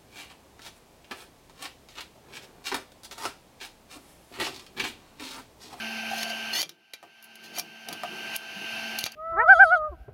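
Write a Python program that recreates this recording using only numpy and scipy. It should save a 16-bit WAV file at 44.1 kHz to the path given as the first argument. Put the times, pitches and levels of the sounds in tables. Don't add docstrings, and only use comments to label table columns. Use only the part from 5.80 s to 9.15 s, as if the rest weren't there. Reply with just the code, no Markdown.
import sys
import numpy as np
from scipy import signal
from scipy.fft import rfft, irfft
from scipy.io import wavfile
from scipy.ndimage import uniform_filter1d

SR = 44100
rng = np.random.default_rng(int(sys.argv[2]) if len(sys.argv) > 2 else 0)


def master_out(mix):
    frames = np.transpose(np.atleast_2d(mix))
    ceiling = np.clip(frames, -1, 1)
    pcm = np.round(ceiling * 32767).astype(np.int16)
    wavfile.write(sys.argv[1], SR, pcm)


N = 147735
T = np.arange(N) / SR

# (per Hz, relative)
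STEEL = [(60, -24), (730, -3), (1100, -6.5), (2200, -3), (4400, 2.5), (5400, -2), (6500, 0), (7500, -12.5),
         (11000, -3.5), (15700, -11)]


def amp(db):
    return 10 ** (np.asarray(db) / 20)


def unit(x):
    return x / np.sqrt(np.mean(x ** 2) + 1e-20)


def read(points, hz):
    point_hz, db = np.transpose(points)
    return np.interp(np.log(hz + 1), np.log(point_hz + 1), db)


def level(points):
    return amp(np.interp(T, *np.transpose(points), left=-120, right=-120))


def add(mix, start_s, sound):
    part = mix[round(start_s * SR):][:len(sound)]
    part += sound[:len(part)]


def drift(hz):
    fade = np.exp(-(np.fft.rfftfreq(N, 1 / SR) / hz) ** 2)
    return unit(irfft(rfft(rng.standard_normal(N)) * fade, N))


def colour(x, points, tilt=0, pitch_hz=None, size=4096):
    peak_db, peak_octaves = 11, 0.054
    hz = abs(np.fft.fftfreq(size, 1 / SR))
    db = read(points, hz) + tilt * np.log2(np.maximum(hz, 500) / SR)
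    if pitch_hz:
        octaves = np.log2((hz + 1) / pitch_hz)
        db = db + peak_db / (1 + (octaves / peak_octaves) ** 2)
    spectrum = np.exp(np.conj(signal.hilbert(np.log(amp(db)))))
    response = np.fft.ifft(spectrum).real
    return signal.fftconvolve(x, response[:size // 2])[:len(x)]


def power_db(x):
    sense_s = 0.0096
    window = signal.windows.hann(2 * int(sense_s * SR / 2) + 3)
    power = signal.fftconvolve(x ** 2, window / window.sum(), "same")
    return 10 * np.log10(abs(power) + 1e-14)


def modes(table):
    t = T[:SR // 4]
    return sum(amp(db) * 1e-3 ** (t / t60) * np.cos(2 * np.pi * hz * t) for hz, db, t60 in table)


def resonate(x, hz, width_hz):
    turn = np.exp(2j * np.pi * np.cumsum(hz) / SR)
    pole = np.exp(-np.pi * width_hz / SR)
    smooth = signal.lfilter([1], np.convolve([1, -pole], [1, -pole]), x / turn)
    return unit((turn * smooth).real)


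def ring(x, ring_db):
    # pitch_hz, level_db (relative), t60_s
    blade = [(2374, 7, 0.044), (3108, -2, 0.18), (4540, -1.5, 0.058), (6640, -5, 0.078)]
    ringing = signal.fftconvolve(x, modes(blade))[:len(x)]
    return unit(x) + amp(ring_db) * unit(ringing)


def burst(decay_s, rise_s):
    t = T[:SR // 4]
    contacts = rng.choice([-1., 1.], len(t))
    return contacts * (1 - np.exp(-t / rise_s)) * np.exp(-t / decay_s)


def fan():
    # shaft_multiple, level_db (before flutter)
    orders = [(3, -52), (7, -42), (12, -49.5), (14, -49.5), (16, -58), (20, -54), (28, -60)]
    # time_s, level_db
    hum = [(.25, -44), (1.2, -55.5), (1.65, -45.5), (2.45, -50.5), (2.72, -58), (3.05, -48.5)]
    # (per Hz, relative)
    air = [(25, -39), (100, -10.5), (380, -5.5), (560, -9.5), (780, 4.5), (1100, -9), (1550, 2), (1900, -5),
           (2400, 3.5), (2800, 5), (3130, 1), (3320, -11.5), (4200, -5.5), (6100, -10), (7600, -25),
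           (11000, -16.5), (15500, -26.5)]
    # time_s, pitch_hz
    hiss = [(0, 2820), (.26, 2460), (.42, 2950), (3.2, 2820)]
    shaft_hz, waver, flutter_db = 223.05, 0.00052, 0.5
    air_db, patchy_db = -36.5, 1
    hump_db, hump_width_hz = 4, 220

    turns = np.cumsum(shaft_hz * (1 + waver * drift(4.4))) / SR
    tones = np.zeros(N)
    for multiple, db in [(1, np.interp(T, *np.transpose(hum)))] + orders:
        gain = amp(db + flutter_db * drift(26)) * np.sqrt(2)
        tones += gain * np.sin(2 * np.pi * (round(multiple) * turns + rng.random()))

    z = signal.stft(colour(rng.standard_normal(N), air), nperseg=512)[2]
    patches = uniform_filter1d(rng.standard_normal(z.shape), size=6, axis=0)
    patches = unit(uniform_filter1d(patches, size=8, axis=1))
    hz = np.linspace(0, SR / 2, len(z))[:, None]
    centre_hz = np.interp(np.linspace(0, T[-1], z.shape[1]), *np.transpose(hiss))
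    hump = hump_db * np.exp(-((hz - centre_hz) / hump_width_hz) ** 2)
    rush = signal.istft(z * amp(patchy_db * patches + hump))[1][:N]
    return tones + amp(air_db) * unit(rush)


def scrape():
    # time_s, level_db (before the blade rings)
    strokes = [
        [(.3, -45.5), (.39, -36.5), (.435, -37.5), (.46, -51), (.505, -40), (.55, -64)],
        [(.715, -55), (.738, -30.5), (.758, -21), (.797, -13), (.83, -3.5), (.839, -16)],
        [(1.62, -56), (1.64, -34), (1.72, -50), (1.765, -27), (1.8, -27), (1.815, -57)],
        [(2.5, -68), (2.54, -47.5), (2.565, -32.5)],
        [(3.18, -66), (3.235, -40), (3.25, -27), (3.268, -39), (3.28, -65)],
    ]
    squeak_levels = [-2.5, 2.5, -4, -5, -3]
    # stroke_start_hz, level_db (relative)
    squeak_modes = [(1830, -3.5), (2730, 0.5), (3250, -6), (4080, 4.5), (4950, -1), (5850, -2)]
    squeak_width_hz, squeak_climb, squeak_wander = 163, 0.1645, 0.014
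    grains_per_s, grain_spread_db = 12000, 1.5
    slips_per_s, slip_jitter, slip_db = 750, .22, -0.5
    chatter_db, chatter_hz = 1.5, 260

    grains = (rng.random(N) < grains_per_s / SR) * rng.choice([-1., 1.], N)
    grains = grains * amp(grain_spread_db * np.minimum(rng.exponential(1, N), 3))
    slip_rate = slips_per_s * (1 + slip_jitter * drift(slips_per_s))
    slips = np.diff(np.floor(np.cumsum(slip_rate) / SR), prepend=0)
    drive = unit(grains) + amp(slip_db) * unit(slips - slips.mean())
    drive = drive * amp(chatter_db * drift(chatter_hz))

    grit = colour(drive, STEEL, tilt=-1.1)
    wander = squeak_wander * drift(33)
    out = np.zeros(N)
    for stroke, squeak_db in zip(strokes, squeak_levels):
        on = (T > stroke[0][0]) & (T < stroke[-1][0])
        climb = 1 + squeak_climb * np.linspace(0, 1, on.sum()) + wander[on]
        squeak = unit(sum(amp(db) * resonate(drive[on], hz * climb, squeak_width_hz)
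                          for hz, db in squeak_modes))
        rasp = unit(unit(grit[on]) + amp(squeak_db) * squeak)
        out[on] += rasp * level(stroke)[on]
    return ring(out, ring_db=-11.5) * out.std()


def groan():
    # time_s, level_db, pitch_hz
    drags = [
        [(.31, -34, 767), (.42, -43, 695), (.541, -42.5, 710)],
        [(2.066, -39, 730), (2.125, -33, 720)],
    ]
    out = np.zeros(N)
    for drag in drags:
        s, db, hz = np.transpose(drag)
        tone = resonate(rng.standard_normal(N), np.interp(T, s, hz), width_hz=105)
        out += tone * level(np.c_[s, db])
    return out


def snaps():
    # start_s, peak_level_db (short-time), decay_s, brightness_db_per_octave, strongest_pitch_hz
    cracks = [(0.4302, -29, 0.0035, -2, 5220), (0.8169, 4.5, 0.0013, 3, 4300),
              (0.8278, 3.5, 0.0047, -1, 3180), (0.8925, -8.5, 0.0031, 0.5, 5340),
              (1.1351, -10.5, 0.0056, -0.5, 2250), (1.425, -31, 0.0052, 5, 12000),
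              (1.44, -29, 0.01, 8, 11100), (1.5547, -31, 0.0033, 2.5, 10800),
              (1.7837, -15, 0.011, 7.5, 5800), (1.7956, -12, 0.0032, 2, 5340),
              (2.0863, -23.5, 0.0031, -0.5, 10100), (2.1266, -26, 0.0068, -0.5, 9800),
              (2.5628, -19.5, 0.0023, 9.5, 10100), (3.1871, -23.5, .005, 3, 4300),
              (3.207, -33.5, 0.0038, 2, 10300), (3.24, -11, 0.00096, 0.5, 2160),
              (3.255, -18, 0.0047, 0, 6400), (3.2624, -12, 0.0043, -2, 4640),
              (3.319, -26.5, 0.0034, 5, 4700)]
    out = np.zeros(N)
    for start_s, db, decay_s, tilt, pitch_hz in cracks:
        crack = colour(burst(decay_s, rise_s=0.00057), STEEL, tilt, pitch_hz)
        crack = ring(crack, ring_db=-15)
        add(out, start_s, crack * amp(db - power_db(crack).max()))
    return out


def shudder():
    # time_s, level_db
    swell = [(.72, -55), (.86, -23.5), (1.18, -67), (1.25, -32.5), (1.36, -64), (1.66, -43), (1.85, -38.5),
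             (2.03, -62), (2.11, -33.5), (2.21, -49.5), (2.35, -42.5), (2.65, -64.5), (2.85, -45.5)]
    # (per Hz, relative)
    bed = [(30, -53), (110, -14.5), (200, 3.5), (270, -6), (360, 4), (550, -8.5), (4000, -30)]
    return unit(colour(rng.standard_normal(N), bed)) * level(swell)


def knocks():
    # start_s, peak_level_db (short-time), rattle_decay_s
    hits = [(1.2287, -22, 0.009), (1.7779, -24.5, 0.022), (2.109, -36, 0.017), (2.2352, -22, 0.0026),
            (2.2405, -27, 0.0045), (2.2495, -37, 0.0057)]
    # pitch_hz, level_db (relative), t60_s
    plate = [(653, -8.5, 0.028), (708, 3, 0.05), (950, -3, 0.025), (1188, -3, 0.025), (1790, -9, .02),
             (2380, -11, .015)]
    rattle_db = -19.5
    body = modes(plate)
    out = np.zeros(N)
    for start_s, db, decay_s in hits:
        contacts = signal.unit_impulse(SR // 4) + amp(rattle_db) * burst(decay_s, rise_s=0.0012)
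        knock = signal.fftconvolve(contacts, body)
        add(out, start_s, knock * amp(db - power_db(knock).max()))
    return out


def boom():
    start_s, peak_db, pitch_hz, rise_s = 2.752, -38, 198.3, .022
    out, t = np.zeros(N), T[:SR // 4]
    swell = (t / rise_s * np.exp(1 - t / rise_s)) ** 2
    add(out, start_s, amp(peak_db) * swell * np.sin(2 * np.pi * pitch_hz * t))
    return out


def thump():
    start_s, peak_db, push_s = 3.2406, -12, 0.0013
    out, u = np.zeros(N), T[:SR // 4] / push_s
    add(out, start_s, amp(peak_db) * (1 - u) * np.exp(-u))
    return out


def room(x):
    t60_s, dull_hz = 0.13, 4860
    t = T[:SR // 2]
    tail = rng.standard_normal(len(t)) * (t > .003) * amp(-60 * t / t60_s)
    tail = signal.lfilter(*signal.butter(1, dull_hz, fs=SR), tail)
    return signal.fftconvolve(x, tail / np.linalg.norm(tail))[:N]


def scene():
    room_db = -12
    work = scrape() + groan() + snaps() + shudder() + knocks() + boom() + thump()
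    return (work + amp(room_db) * room(work) + fan())[None]


def record(dry):
    limit_db, recover_db_per_s, smooth_s = -27.5, 21.5, 0.0019
    edge_hz = 16000
    over_db = np.maximum(power_db(dry[0]) - limit_db, 0)
    recovery = recover_db_per_s * T
    duck_db = np.maximum.accumulate(over_db + recovery) - recovery
    keep = np.exp(-1 / (smooth_s * SR))
    ducked = dry * amp(-signal.lfilter([1 - keep], [1, -keep], duck_db))
    lowpass = signal.firwin(401, edge_hz, window=("kaiser", 8), fs=SR)
    return signal.oaconvolve(ducked, lowpass[None], "same")


dry = scene()
out = record(dry)
master_out(out)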